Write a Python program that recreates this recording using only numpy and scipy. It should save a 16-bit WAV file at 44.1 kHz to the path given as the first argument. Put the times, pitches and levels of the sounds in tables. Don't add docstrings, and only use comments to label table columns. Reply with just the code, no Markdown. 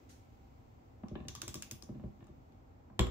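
import sys
import numpy as np
from scipy import signal
from scipy.fft import rfft, irfft
from scipy.io import wavfile

SR = 44100
rng = np.random.default_rng(int(sys.argv[2]) if len(sys.argv) > 2 else 0)


def wav_record(signal):
    frames = np.transpose(np.atleast_2d(signal))
    bounded = np.clip(frames, -1, 1)
    quanta = np.round(bounded * 32767).astype(np.int16)
    wavfile.write(sys.argv[1], SR, quanta)


def volts_from_decibels(level):
    exponent = np.asarray(level, float) / 20
    return 10 ** exponent


N = 136710

# pitch_hz, density_db [dB per Hz]
SHOP_COLOUR = [(13, -40), (22, -12.5), (81, 0), (125, -5), (179, -22.5), (261, -11), (418, -17.5),
               (764, -18), (2000, -37), (2600, -69), (4400, -120)]
# pitch_hz, likeness [-1 to 1]
LIKENESS = [(60, 1), (240, 0.48), (950, -0.63), (3770, 0.51), (15000, 0.64)]
# pitch_hz, width_hz, level_db
HUM = [(80, 5, -76.5), (252.4, 36, -68), (780, 45, -78.5)]
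# pitch_hz, density_db [dB per Hz]
HISS_COLOUR = [(2000, -1.5), (3700, -9), (7800, -12), (8200, -25.5), (11500, -24.5), (12000, -17.5),
               (15500, -12)]
# time_s, level_db
HISS_SWELL = [(0.0, -78), (1.05, -82.5), (1.4, -78), (3.1, -85.5)]
SHOP_DB, HISS_GAIN_DB, HISS_TOP_HZ = -58.5, 2, 15700
HALF_OCTAVES_HZ = 22 * 2 ** np.arange(0, 9.8, 0.5)

# start_s, attack_s, hold_s, release_s
BRUSH_SHAPE = (0.089, 0.0062, 0.02, 0.055)
# pitch_hz, density_db [dB per Hz]
BRUSH_COLOUR = [(1470, -1.5), (2500, -6), (4000, -3.5), (5200, -3), (6300, 1), (8200, -6.5), (11500, -11),
                (16000, -17)]
BRUSH_DB = -63

# start_s, peak_db, deep_modes_db, upper_modes_db
ROCKS = [(1.03, -34.5, -16, -14), (1.109, -30, -3, -13), (1.152, -34, -10, -11.5), (1.178, -42.5, 2.5, -5),
         (1.2, -39, 4.5, -16.5), (1.249, -38.5, 1, -13), (1.284, -47.5, 9.5, -5), (1.36, -49.5, 2.5, -12.5),
         (1.426, -51.5, 6, 3.5), (1.473, -41, 5.5, -5.5), (1.549, -38.5, -4, -8), (1.712, -39.5, -1, -11.5),
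         (1.827, -47.5, -8, -10), (1.889, -36.5, 3, -9), (1.921, -42.5, -8, -15), (1.949, -39.5, 4, -13.5),
         (1.994, -40, -13.5, -16), (2.02, -50, -1, -15), (2.034, -31, -0.5, -11), (2.069, -51.5, 12.5, -6),
         (2.211, -46.5, 3.5, -10), (2.287, -49, 4.5, -4), (2.369, -64.5, 16.5, -21),
         (2.899, -45.5, -4, -19)]
# pitch_hz, level_db, t60_s
PANEL = [(65.6, 2, 0.085), (86, -9, 0.34), (130.4, 0.5, 0.17), (155.7, -0.5, 0.13), (203, -8, 0.55),
         (227, 1, 0.12), (246.2, -6, 0.1), (284.5, -8, 0.13), (337.3, -9.5, 0.18), (384.2, -7.5, 0.1),
         (492, -13.5, 0.042), (602, -5.5, 0.066), (746, -19, 0.22)]
DEEP_BELOW_HZ, UPPER_FROM_HZ, UPPER_GAIN_DB = 140, 280, 11.0
ROCK_DB, ROCK_SPREAD_DB, ROCK_ROLL_S = -8, 2.5, 0.00142
ROCK_TRAVEL_CYCLES, RUBBER_HZ = 0.896, 522

# start_s, peak_db, upper_rings_db
KNOCKS = [(1.034, -46, -15), (1.153, -44, 1), (1.202, -51.5, -1.5), (1.25, -57, -1), (1.889, -57, -7.5),
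          (1.946, -61.5, -0.5), (1.996, -56.5, -7), (2.037, -56, -7.5), (2.205, -62.5, 1.5),
          (2.224, -59, -2), (2.28, -70, 6), (2.899, -54, -29)]
# pitch_hz, level_db, t60_s
BRACKET = [(664, 3, 0.019), (779, -3, 0.082), (1080, 4.5, 0.012), (1350, -11.5, 0.0067), (1690, -4, 0.022),
           (1820, -10, 0.084), (2260, -9.5, 0.024), (2870, 4, 0.0052), (3030, -19, 0.022),
           (3520, -11.5, 0.051), (3960, -7, 0.0088)]
KNOCK_DB, KNOCK_CHATTER_S = -13.5, 0.0017

# start_s, peak_db, socket_clack_db, low_rings_db, brightness_db
TEETH = [(1.0832, -51, -1, 5, -26), (1.283, -35, -14, 7.5, -6.5), (1.3506, -34, -3.5, 0, -6),
         (1.4172, -32.5, -8, 4.5, -1), (1.479, -31, -19, 3.5, -2), (1.5416, -29, -10, -2, -3),
         (1.6222, -33, -36, 0.5, -1.5), (1.711, -31.5, -21, -3, -0.5), (1.8229, -41, -12.5, -7, -6.5),
         (2.2416, -71, 8, 8, -8), (2.268, -64, 9, -1, -11), (2.5218, -73, 7, 10.5, -7)]
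# low_hz, low_db, high_hz, high_db, side_db
TOOTH_RINGS = [(4000, -62, 6300, -56, -3), (2850, -33.5, 5300, -35, 3), (3220, -43, 6000, -64, 4),
               (1410, -35.5, 6950, -33, -4), (3300, -47, 7730, -31, -1), (4540, -38.5, 5700, -38, 2.5),
               (3060, -41.5, 6900, -29, -0.5), (3490, -41.5, 6560, -27, 2), (3500, -51, 5020, -37, 8.5),
               (3500, -70, 7000, -60, 12), (3500, -74, 8200, -64, 9), (4260, -65, 7000, -73, 10)]
# pitch_hz, width_hz, level_db
PAWL = [(1690, 880, -5.5), (2620, 460, -6), (3490, 390, -4.5), (4880, 480, -3.5), (5500, 440, 0),
        (6370, 1000, 6.5), (7600, 660, -1), (8460, 700, -6), (9400, 610, -4.5), (10370, 1460, -2.5),
        (13700, 3000, 4.5), (15500, 770, 1)]
PAWL_DB, PAWL_SPREAD_DB, PAWL_CHATTER_S = -15, 3, 0.001
LOW_BELOW_HZ, BRIGHT_FROM_HZ = 4000, 7500
CLACK_HZ, CLACK_WIDTH_HZ, CLACK_DB = 1177, 64, -8
TOOTH_RING_WIDTH_HZ, TOOTH_RING_DB = 285, -13
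BOUNCE_S, BOUNCE_SPREAD, BOUNCE_LOSS_DB = 0.0085, 0.25, 11

# start_s, snap_db, shaft_db, deep_panel_db
RELEASE = [
    (2.9919, -31.5, -33, -34.5),
    (3.0014, -57, -32, -27),
    (3.008, -44, -55, -55),
    (3.021, -52, -63, -48),
    (3.04, -62, -42, -46),
    (3.068, -54, -46.5, -41.5),
]
# pitch_hz, width_hz, level_db
SNAP = [(1110, 166, 3), (1780, 520, 4.5), (2540, 560, 3), (2840, 390, 4.5), (3370, 290, 5.5),
        (4140, 450, 0), (5200, 600, -2), (5950, 590, -3), (7280, 540, 5), (7590, 490, 2.5),
        (8900, 620, -17), (9800, 990, -10), (11900, 2500, -4), (14900, 2100, -4)]
# pitch_hz, level_db, t60_s, left_lean [share]
SHAFT = [(63.2, 7, 0.21, 0.2), (123.7, 1, 0.13, -0.099), (204, 1.5, 0.073, 0.11), (260, -1.5, 0.16, 0.028),
         (378, 2, 0.24, 0.013), (483.3, -6.5, 0.34, 0.43), (657, -11, 0.054, -1.3), (780, -9, 0.037, 0.86),
         (1103, -15, 0.065, -1.3), (2240, -8, 0.023, 0.92), (3090, -16, 0.055, -0.033),
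         (3384, -14, 0.051, 0.67), (3580, -21, 0.077, -0.38), (7560, -27, 0.1, 0.42)]
SNAP_DB, SNAP_CHATTER_S = -7, 0.0012
SHAFT_DB, SHAFT_TRAVEL_CYCLES = 2.5, 0.73

# pitch_hz, t60_s
GARAGE_T60 = [(200, 0.2), (1000, 0.41), (4000, 0.3), (8000, 0.27), (15000, 0.3)]
FIRST_ECHO_S, GARAGE_DB, LOW_GARAGE_DB = 0.0021, -1, -4

SCATTER = 0.54
PAN_DB, LAG_S, LOW_LAG_S = 0.32, 0.00009, 0.00021
MIC_LOW_CUT_HZ, MIC_TOP_HZ = 34.4, 17000


def rms_one(x):
    return x / np.sqrt(np.mean(x ** 2) + 1e-20)


def at_hz(points, hz):
    table_hz, value = np.transpose(points)
    return np.interp(np.log(hz), np.log(table_hz), value)


def t60_of(width_hz):
    return np.log(1000) / (np.pi * width_hz)


def ring(x, hz, t60):
    r = volts_from_decibels(-60 / (t60 * SR))
    w = 2 * np.pi * hz / SR
    return signal.lfilter([0, np.sin(w)], [1, -2 * r * np.cos(w), r * r], x + 1e-18)


def damped(x, hz, width_hz):
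    return ring(x, hz, t60_of(width_hz))


def blows(times, sizes):
    x = np.zeros(N)
    x[(times * SR).astype(int)] = sizes
    return x


def chatter(times, db, chatter_s, hz, t60, side, lean=0):
    t = np.arange(SR // 10) / SR / chatter_s
    touches = rng.standard_normal((2, len(times), len(t))) * t * np.exp(-t)
    rings = ring(touches, hz, t60)
    clean = ring(1.0 * (t == 0), hz, t60)
    rings *= np.sqrt(np.sum(clean ** 2) / np.sum(rings ** 2, axis=-1, keepdims=True))
    difference = SCATTER * rings[1] + np.reshape(lean, (-1, 1)) * rings[0]
    x = np.zeros((3, N + len(t)))
    at = (np.asarray(times)[:, None] * SR).astype(int) + np.arange(len(t))
    for row, sound in zip(x, (rings[0], side * clean, difference)):
        np.add.at(row, at, 3 * volts_from_decibels(db)[:, None] * sound)
    return x[:, :N]


def bands(white):
    for k, (low, high) in enumerate(zip(HALF_OCTAVES_HZ, HALF_OCTAVES_HZ[1:])):
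        band = signal.butter(2, [low, high], "band", fs=SR, output="sos")
        yield np.sqrt(low * high), signal.sosfilt(band, white[k % 2])


def shop():
    rumble = np.zeros((2, N))
    for centre_hz, (mid, side) in bands(rng.standard_normal((2, 2, N))):
        alike = np.clip(at_hz(LIKENESS, centre_hz), -1, 1)
        pair = np.sqrt(1 + alike) * mid + np.sqrt(1 - alike) * side * [[1], [-1]]
        rumble += volts_from_decibels(at_hz(SHOP_COLOUR, centre_hz)) * (centre_hz < 2000) * pair
    white = rng.standard_normal((3, N))
    hz = np.arange(1, N // 2 + 2) * SR / N
    colour = volts_from_decibels(at_hz(HISS_COLOUR, hz)) * (hz > 2000) * (hz < HISS_TOP_HZ)
    hiss = rms_one(irfft(rfft(white[1:]) * colour, N))
    swell = volts_from_decibels(HISS_GAIN_DB + np.interp(np.arange(N) / SR, *np.transpose(HISS_SWELL)))
    hum = sum(volts_from_decibels(db) * rms_one(damped(white[0], pitch, width)) for pitch, width, db in HUM)
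    return volts_from_decibels(SHOP_DB) * rms_one(rumble) + swell * hiss + hum


def sleeve():
    start, attack, hold, fade = BRUSH_SHAPE
    t = np.arange(N) / SR - start
    shape = np.clip(t / attack, 0, 1) * np.exp(-np.maximum(t - hold, 0) / fade)
    hz = np.arange(1, N // 2 + 2) * SR / N
    colour = volts_from_decibels(at_hz(BRUSH_COLOUR, hz)) * (hz > 1300) * (hz < HISS_TOP_HZ)
    noise = irfft(rfft(rng.standard_normal((2, N))) * colour, N)
    return volts_from_decibels(BRUSH_DB) * rms_one(noise) * shape


def tailgate():
    s, db, deep_db, upper_db = np.transpose(ROCKS)
    draw = rng.standard_normal((len(s), 2, len(PANEL)))
    out = np.zeros(N)
    for k, (hz, mode_db, t60) in enumerate(PANEL):
        share = deep_db * (hz < DEEP_BELOW_HZ) + (upper_db + UPPER_GAIN_DB) * (hz > UPPER_FROM_HZ)
        level = db + ROCK_DB + mode_db + share + ROCK_SPREAD_DB * draw[:, 0, k]
        roll = draw[:, 1, k]
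        arrive = s + ROCK_TRAVEL_CYCLES / hz + ROCK_ROLL_S * np.abs(roll)
        out += ring(blows(arrive, np.sign(roll) * volts_from_decibels(level)), hz, t60)
    low_cut = signal.butter(2, 45, "high", fs=SR, output="sos")
    rubber = signal.butter(3, RUBBER_HZ, fs=SR, output="sos")
    return signal.sosfilt(np.vstack([low_cut, rubber]), out)


def bracket():
    s, db, upper_db = np.transpose(KNOCKS)
    out = np.zeros((3, N))
    for k, (hz, mode_db, t60) in enumerate(BRACKET):
        level = db + KNOCK_DB + mode_db + upper_db * (hz > 1500)
        out += chatter(s, level, KNOCK_CHATTER_S, hz, t60, (-1) ** k)
    return signal.sosfilt(signal.butter(2, 4500, fs=SR, output="sos"), out)


def ratchet():
    s, db, clack_db, low_db, bright_db = np.transpose(TEETH)
    spread = PAWL_SPREAD_DB * rng.standard_normal((len(s), len(PAWL)))
    lean = np.tanh(np.array(TOOTH_RINGS)[:, -1] / 17)
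    bounce_s = s + BOUNCE_S * np.exp(BOUNCE_SPREAD * rng.standard_normal(len(s)))
    clack = blows(s + PAWL_CHATTER_S, volts_from_decibels(db + clack_db + CLACK_DB))
    out = damped(clack, CLACK_HZ, CLACK_WIDTH_HZ) * [[1], [1], [0]]
    for k, (hz, width_hz, mode_db) in enumerate(PAWL):
        lift = bright_db * (hz > BRIGHT_FROM_HZ) + low_db * (hz < LOW_BELOW_HZ)
        level = db + PAWL_DB + mode_db + lift
        bounce_db = level - BOUNCE_LOSS_DB - 2 * spread[:, k]
        t60, side = t60_of(width_hz), (-1) ** k
        out += chatter(s, level + spread[:, k], PAWL_CHATTER_S, hz, t60, side, lean)
        out += chatter(bounce_s, bounce_db, 2 * PAWL_CHATTER_S, hz, t60, side, lean)
    t60 = t60_of(TOOTH_RING_WIDTH_HZ)
    for at, tooth_lean, (low_hz, low_ring_db, high_hz, high_ring_db, _) in zip(s, lean, TOOTH_RINGS):
        for hz, ring_db in ((low_hz, low_ring_db), (high_hz, high_ring_db)):
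            level = np.array([ring_db + TOOTH_RING_DB])
            out += chatter([at], level, PAWL_CHATTER_S, hz, t60, 0.43, tooth_lean)
    return out


def release():
    s, snap_db, shaft_db, deep_db = np.transpose(RELEASE)
    snap = np.zeros((3, N))
    for k, (hz, width_hz, mode_db) in enumerate(SNAP):
        snap += chatter(s, snap_db + SNAP_DB + mode_db, SNAP_CHATTER_S, hz, t60_of(width_hz), (-1) ** k)
    shaft = np.zeros((2, N))
    for hz, mode_db, t60, left in SHAFT:
        deep = hz < DEEP_BELOW_HZ
        delay_s = 0 if deep else SHAFT_TRAVEL_CYCLES / hz
        hits = blows(s + delay_s, volts_from_decibels(SHAFT_DB + mode_db + (deep_db if deep else shaft_db)))
        polarity = 1 if deep else -1
        shaft += polarity * ring(hits, hz, t60) * [[1], [left]]
    return snap, shaft


def garage(x):
    t = np.arange(SR // 2) / SR
    rise = np.clip(t / FIRST_ECHO_S - 0.5, 0, 1)
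    tail = np.zeros((2, len(t)))
    for hz, band in bands(rng.standard_normal((2, 2, len(t)))):
        tail += rise * band * volts_from_decibels(-60 * t / at_hz(GARAGE_T60, hz))
    tail /= np.sqrt(np.sum(tail ** 2, axis=1, keepdims=True))
    wet = signal.fftconvolve(x[None], tail, axes=1)[:, :N]
    return signal.sosfilt(signal.cheby2(10, 40, HISS_TOP_HZ + 200, fs=SR, output="sos"), wet)


def heard(mid, side, lag_s):
    n = np.arange(N)
    left = np.interp(n - lag_s * SR, n, mid + side)
    return np.array([left * volts_from_decibels(PAN_DB), (mid - side) * volts_from_decibels(-PAN_DB)])


def scene():
    snap, shaft = release()
    sharp = ratchet() + bracket() + snap
    low = tailgate() + shaft[0]
    wet = garage(volts_from_decibels(GARAGE_DB) * sharp[1] + volts_from_decibels(LOW_GARAGE_DB) * low)
    direct = heard(sharp[0], sharp[2], LAG_S) + heard(low, shaft[1], LOW_LAG_S)
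    return direct + wet + shop() + sleeve()


def roll_off(x):
    return signal.sosfilt(signal.butter(12, 16650, fs=SR, output="sos"), x)


def record(dry):
    low_cut = signal.butter(2, MIC_LOW_CUT_HZ, "high", fs=SR, output="sos")
    top_cut = signal.cheby2(10, 60, MIC_TOP_HZ, fs=SR, output="sos")
    mix = signal.sosfilt(top_cut, signal.sosfilt(low_cut, dry))
    return roll_off(mix)


dry = scene()
out = record(dry)
wav_record(out)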